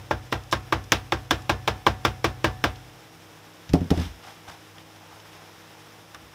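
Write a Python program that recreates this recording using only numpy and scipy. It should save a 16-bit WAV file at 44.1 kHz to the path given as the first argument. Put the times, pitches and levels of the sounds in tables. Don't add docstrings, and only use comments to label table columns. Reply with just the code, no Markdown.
import sys
import numpy as np
from scipy import signal
from scipy.fft import rfft, irfft
from scipy.io import wavfile
from scipy.ndimage import uniform_filter1d, map_coordinates

SR = 44100
rng = np.random.default_rng(int(sys.argv[2]) if len(sys.argv) > 2 else 0)


def store_pcm(level_fs):
    pcm = np.round(np.clip(level_fs, -1, 1) * 32767).astype(np.int16)
    wavfile.write(sys.argv[1], SR, np.atleast_2d(pcm).T)


def invert_db(x):
    u = np.asarray(x, float) / 20
    return 10 ** u


N = 279990
LONG = 2 ** 14
T = np.arange(LONG) / SR
T_SLOW = np.arange(2 * LONG) / SR


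def unit(x):
    return x / np.sqrt(np.mean(x ** 2, axis=-1, keepdims=True) + 1e-20)


def along(points, hz):
    f, v = np.transpose(points)
    return np.interp(np.log(hz + 1), np.log(f + 1), v)


def tinted(gain, size):
    spectrum = rfft(rng.standard_normal(size))
    return unit(irfft(spectrum * gain(np.fft.rfftfreq(size, 1 / SR)), size))


def bell(hz, centre_hz, octaves):
    return np.exp(-(np.log2((hz + 1) / centre_hz) / octaves) ** 2)


def wobble(rate):
    knots = rng.standard_normal(int(N * rate / SR) + 4)
    return map_coordinates(knots, [np.arange(N) * rate / SR])


def add(track, s, sound):
    start = round(s * SR)
    room = max(len(sound) + min(start, 0), 0)
    track[max(start, 0):][:room] += sound[max(-start, 0):]


def dying(t, t60, rise=0.00049):
    return invert_db(-60 * t / t60) * (1 - np.exp(-t / rise))


def scatter():
    return rng.normal(0, 1.5)


# t/s, body level/dB, then crack, socket and rattle level/dB against the body
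BLOWS = [(0.11, -14.5, -36, -20.5, -3), (0.325, -15.5, -9, -12, 1.5), (0.5267, -15, -5, -2, 4.5),
         (0.7247, -12.5, -7, -6, 0), (0.9205, -13.5, 5.5, -11.5, 10), (1.1222, -14.5, 1, -10.5, 1),
         (1.3089, -14, 1.5, -8, 7), (1.495, -12, -4.5, -8, 2), (1.6768, -14, -3, -13.5, 4),
         (1.8665, -10.5, 0.5, -5.5, 1.5), (2.0502, -12.5, -11, -9, 4.5), (2.244, -13, -3.5, -4, 3.5),
         (2.4436, -11, -7, -7.5, 1.5), (2.6402, -12.5, -4.5, -8, 3)]
EARLIER_BLOW = (-0.085, -15, -10, -8, -3)


def taps():
    out = np.zeros(N + 2 * LONG)
    contact = dying(T, 0.16) / (1 + np.exp(np.clip((T - 0.007) / 0.0023, -50, 50)))
    sway = bench_sway()
    same = answer_bands()
    for s, db, crack_db, socket_db, rattle_db in [EARLIER_BLOW, *BLOWS]:
        body = invert_db(-3) * pressed_knock(socket_db) * contact
        body += case_ring(socket_db) + rattle_and_room(rattle_db, same)
        body += invert_db(rattle_db - 20.5) * pressed_buzz(contact)
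        chatter_db = db - 11 + 1.14 * rattle_db
        add(out, s - 0.0032, invert_db(db - 22 + scatter()) * first_touch())
        add(out, s, invert_db(0.91 * db + 1.5) * (sway + tray_song()))
        add(out, s, invert_db(db + 4.5) * body)
        add(out, s, invert_db(db + crack_db + 7) * steel_crack(rattle_db))
        add(out, s, invert_db(chatter_db) * steel_chatter(contact))
    return out[:N]


def socket_tilt(hz, socket_db):
    square = (socket_db - 6) * bell(hz, 1146, octaves=0.17)
    off_centre = 0.9 * (socket_db + 10) * bell(hz, 700, octaves=0.4)
    return square - off_centre


# f/Hz, level/dB
PRESSED_MODES = [(332, -2), (470, -12), (575, -10), (860, -4.5), (1040, 6), (1150, 10.5), (1370, -5),
                 (1600, -5), (1800, -13), (2260, -19.5)]


def pressed_knock(socket_db):
    knock = np.zeros(LONG)
    for hz, level in PRESSED_MODES:
        gain = invert_db(level + socket_tilt(hz, socket_db) + scatter())
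        knock -= gain * np.sin(2 * np.pi * hz * rng.normal(1, 0.0058) * T)
    return knock


# f/Hz, level/dB, t60/s
CASE_MODES = [(206, -26.5, 0.32), (277, -34.5, 0.51), (328.2, -3, 0.077), (483, -46, 1), (615, -81, 0.43),
              (866, -24.5, 0.17), (881, -41, 0.086), (1085, -17, 0.22), (1103, -24, 0.13),
              (1370, -21, 0.13), (1586, -13, 0.09), (2010, -41, 0.03)]


def case_ring(socket_db):
    ring = np.zeros(LONG)
    for hz, level, t60 in CASE_MODES:
        gain = invert_db(level + socket_tilt(hz, socket_db) + scatter())
        blur = np.cumsum(rng.standard_normal(LONG)) * 0.0023 / t60
        ring += gain * dying(T, t60, rise=0.0037) * np.sin(2 * np.pi * hz * T + blur)
    return ring


def steel_crack(rattle_db):
    steel_db = 2.2 * rattle_db - 19
    crack = np.zeros(LONG)
    for hz, level in [(2300, 0), (3300, 0), (5600, steel_db)]:
        crack -= invert_db(level) * np.sin(2 * np.pi * hz * rng.normal(1, 0.081) * T)
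    return crack * dying(T, 0.004, rise=0.0001)


# f/Hz, level/dB
BUZZ_COLOUR = [(600, 7.5), (1500, 16.5), (4000, -4), (7000, -15), (10000, -1), (16000, -24)]


def pressed_buzz(contact):
    return tinted(lambda f: invert_db(along(BUZZ_COLOUR, f)), LONG) * contact


# f/Hz, level/dB
CHATTER_COLOUR = [(3000, 13), (6000, 0), (9000, -1), (12000, -1.5), (15000, 5), (16600, -20)]


def steel_chatter(contact):
    envelope = 0.62 * contact + dying(T, 0.0087) + 0.22 * dying(T, 0.07)
    return tinted(lambda f: invert_db(along(CHATTER_COLOUR, f)), LONG) * envelope


def first_touch():
    return tinted(lambda f: bell(f, 5300, octaves=0.69), LONG) * dying(T, 0.023)


# f/Hz, level/dB, t60/s
ANSWER = [(250, -24, 0.28), (580, -14.5, 0.12), (1000, -26, 0.28), (1650, -25, 0.068), (3000, -24.5, 0.16),
          (5000, -29, 0.074), (8240, -55.5, 0.62), (13200, -46, 0.25)]
ANSWER_HZ = np.array(ANSWER)[:, :1]


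def answer_bands():
    return tinted(lambda f: bell(f, ANSWER_HZ, octaves=0.96) * (f < 15800), LONG)


def rattle_and_room(rattle_db, same):
    fall = np.array([invert_db(db) * dying(T, t60, rise=0.00026) for _, db, t60 in ANSWER])
    share = np.clip(along([(900, 0.43), (2200, 0.24)], ANSWER_HZ), 0, 1)
    bright = np.clip(along([(700, 0.066), (2500, 1)], ANSWER_HZ), 0, 1)
    bands = share * same + np.sqrt(1 - share ** 2) * answer_bands()
    tail = (invert_db(rattle_db * bright) * fall * bands).sum(axis=0)
    lumps = unit(uniform_filter1d(rng.standard_normal(LONG), size=130))
    return tail * unit(invert_db(0.74 * lumps))


# f/Hz, level/dB, t60/s
TRAY_MODES = [(747, -31.5, 0.69), (1746, -36, 0.5)]


def tray_song():
    song = np.zeros(2 * LONG)
    for hz, level, t60 in TRAY_MODES:
        gain = invert_db(level + 2 * scatter())
        shiver = 0.006 * np.cumsum(rng.standard_normal(2 * LONG))
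        song += gain * dying(T_SLOW, t60, rise=0.0071) * np.sin(2 * np.pi * hz * T_SLOW + shiver)
    return song


# f/Hz, level/dB, t60/s, build-up/s
BENCH_SWAY = [(50.6, -25, 0.84, 0.082), (64.7, -2.5, 0.22, 0.031), (96.8, -13, 0.45, 0.0081),
              (118.4, -11, 0.24, 0.004), (124.1, -24.5, 1.47, 0.035)]


def bench_sway():
    sway = np.zeros(2 * LONG)
    for hz, db, t60, rise in BENCH_SWAY:
        envelope = invert_db(db - 60 * T_SLOW / t60) * (1 - np.exp(-(T_SLOW / rise) ** 2))
        sway += envelope * np.sin(2 * np.pi * hz * T_SLOW)
    return sway


# t/s, peak level/dB, hardness f/Hz, click level/dB, t60/s
LAID_DOWN = [(3.696, -8.5, 99, -32, 0.17), (3.734, -25.5, 500, 0.5, 0.045), (3.738, 1.5, 476, -49, 0.16),
             (3.807, -6, 250, -39, 0.22), (3.904, -13.5, 494, -11.5, 0.33), (3.914, 0, 470, -51, 0.11),
             (3.975, -5.5, 298, -29, 0.16), (3.998, -8, 250, -28, 0.13), (4.024, -24, 250, -40, 0.3),
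             (4.054, -12, 150, -30, 0.102), (4.075, -24, 100, -50, .2), (4.486, -31, 350, -30, 0.16)]
# f/Hz, level/dB, share of the thump's t60 [ratio]
BOARD_MODES = [(83.7, -2.5, 1.62), (170, 1.5, 0.78), (255, 2, 0.84), (302, -16, 0.87), (382, -7, 0.84),
               (480, -3, 0.36), (564, 2.5, 0.35), (708, -1, 1.24), (757, 3, 0.61), (907, -6.5, 1.3)]
# f/Hz, level/dB per Hz
FRICTION_COLOUR = [(600, -5), (1500, -1.5), (4000, -2.5), (8000, -9), (15500, -15.5), (15900, -60)]


def thumps():
    out = np.zeros(N + LONG)
    for s, db, hard_hz, click_db, t60 in LAID_DOWN:
        def reach(f):
            return 1 / (1 + (f / hard_hz) ** 3)

        ring = np.zeros(LONG)
        for hz, level, part in BOARD_MODES:
            gain = invert_db(level + rng.normal(0, 1)) * reach(hz)
            tone = np.sin(2 * np.pi * hz * rng.normal(1, 0.031) * T)
            ring -= gain * dying(T, t60 * part, rise=0.002) * tone
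        rumble = tinted(lambda f: reach(f) * (f > 70), LONG) * invert_db(-15) * dying(T, t60, rise=0.003)
        click = tinted(lambda f: invert_db(along(FRICTION_COLOUR, f)), LONG)
        click *= dying(T, 0.033) + 0.24 * dying(T, 0.19)
        push = -np.exp(-((T * hard_hz - 0.8) / 0.35) ** 2) * hard_hz / 450
        thump = invert_db(-3.5) * push + invert_db(-11.5) * ring + rumble + invert_db(click_db) * click
        add(out, s, invert_db(db) * thump)
    return out[:N]


# start t/s, strongest t/s, hiss level/dB, hollow level/dB
STROKES = [
    (3.937, 4.032, -39.5, -44.5),
    (4.226, 4.29, -46, -45.5),
    (4.469, 4.492, -45, -42),
    (4.763, 4.782, -57, -49),
    (4.898, 5.147, -57, -52.5),
    (5.25, 5.34, -53.5, -62),
    (5.332, 5.436, -58, -53),
    (5.46, 5.816, -55.5, -58),
]


def rubs():
    t, hiss, hollow = np.arange(N) / SR, np.zeros(N), np.zeros(N)
    for start, top, hiss_db, hollow_db in STROKES:
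        swell_db = 6.5 * np.clip((top - t) / abs(top - start), 0, None)
        fade_db = 188 * np.clip(t - top, 0, None)
        stroke = invert_db(-swell_db - fade_db) * (t > start)
        hiss += invert_db(hiss_db) * stroke
        hollow += invert_db(hollow_db) * stroke
    grain = unit(invert_db(1.7 * wobble(150)))
    skin = tinted(lambda f: invert_db(along(FRICTION_COLOUR, f)), N)
    hand = tinted(lambda f: bell(f, 780, octaves=0.34) + 0.45 * bell(f, 1240, octaves=0.62), N)
    return grain * (hiss * skin + hollow * hand)


# t/s, peak level/dB, pitch f/Hz, t60/s
SMALL_CONTACTS = [(0.318, -30, 4000, 0.07), (0.322, -39, 5000, .02), (.437, -36, 5500, 0.018),
                  (0.84, -37, 5500, .04), (1.42, -37, 5500, 0.036), (0.513, -26, 5060, 0.056),
                  (.522, -17.5, 5000, .03), (2.757, -37, 3980, 0.046), (3.692, -29, 3460, 0.019),
                  (3.843, -41, 5500, 0.034), (3.756, -35, 5200, 0.023), (3.812, -47, 5000, .03),
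                  (4.783, -37, 2500, 0.026), (4.96, -41, 4000, .04), (5.13, -42, 1000, .03),
                  (5.2, -37, 3480, 0.025), (5.255, -35.5, 910, 0.052), (6.147, -23.5, 5300, 0.0084),
                  (6.146, -31, 3000, 0.022), (6.146, -33, 1180, 0.1), (6.332, -39, 1000, 0.045)]


def ticks():
    out = np.zeros(N + LONG)
    for s, db, hz, t60 in SMALL_CONTACTS:
        click = tinted(lambda f: bell(f, hz, octaves=1.0), LONG)
        add(out, s, invert_db(db - 6.5) * click * dying(T, t60, rise=0.000086))
    return out[:N]


# t/s, level/dB, t60/s
TREMORS = [
    (2.78, -61, 1.97),
    (4.06, -27, 0.29),
    (4.46, -62, 1.1),
    (6.13, -47, 0.69),
]


def floor_tremor():
    t, tremor = np.arange(N) / SR, np.zeros(N)
    for s, db, t60 in TREMORS:
        tremor += invert_db(db) * dying(np.clip(t - s, 0, None), t60, rise=0.015)
    return tremor * tinted(lambda f: bell(f, 62, octaves=0.44), N)


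# f/Hz, level/dB per Hz
AIR_COLOUR = [(25, -19), (70, -7.5), (250, -6.5), (800, -8.5), (2300, -15.5), (6000, -19.5), (15600, -23.5),
              (15900, -106)]
# f/Hz, rms level/dB
FAN_LINES = [(102.3, -56), (161.5, -58), (317.6, -58.5), (479.1, -64), (807.5, -67.5)]


def ventilation():
    t = np.arange(N) / SR
    rush = invert_db(-48.5 + 0.7 * wobble(38)) * tinted(lambda f: invert_db(along(AIR_COLOUR, f)), N)
    hum = np.zeros(N)
    for hz, db in FAN_LINES:
        level = invert_db(db + 3.5 + 1.3 * wobble(14))
        drift = np.cumsum(2.704 * wobble(7.3)) / SR
        hum += level * np.sin(2 * np.pi * (hz * t + drift))
    return rush + hum


def scene():
    return (taps() + thumps() + rubs() + ticks() + floor_tremor() + ventilation())[None]


def low_pass(x):
    return signal.sosfilt(signal.butter(12, 16990, fs=SR, output="sos"), x)


# f/Hz, level/dB
MIC_RESPONSE = [(20, -30), (35, -15), (55, -5), (3600, 1), (4400, -5), (5300, 2), (6500, -4), (8000, -6.5)]


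def record(dry):
    hz = np.fft.rfftfreq(N, 1 / SR)
    x = irfft(rfft(dry) * invert_db(along(MIC_RESPONSE, hz)), N)
    x = x / (1 + np.abs(x / 0.95) ** 12) ** (1 / 12)
    x = irfft(rfft(x) * (hz < 16800), N)
    return low_pass(x)


dry = scene()
out = record(dry)
store_pcm(out)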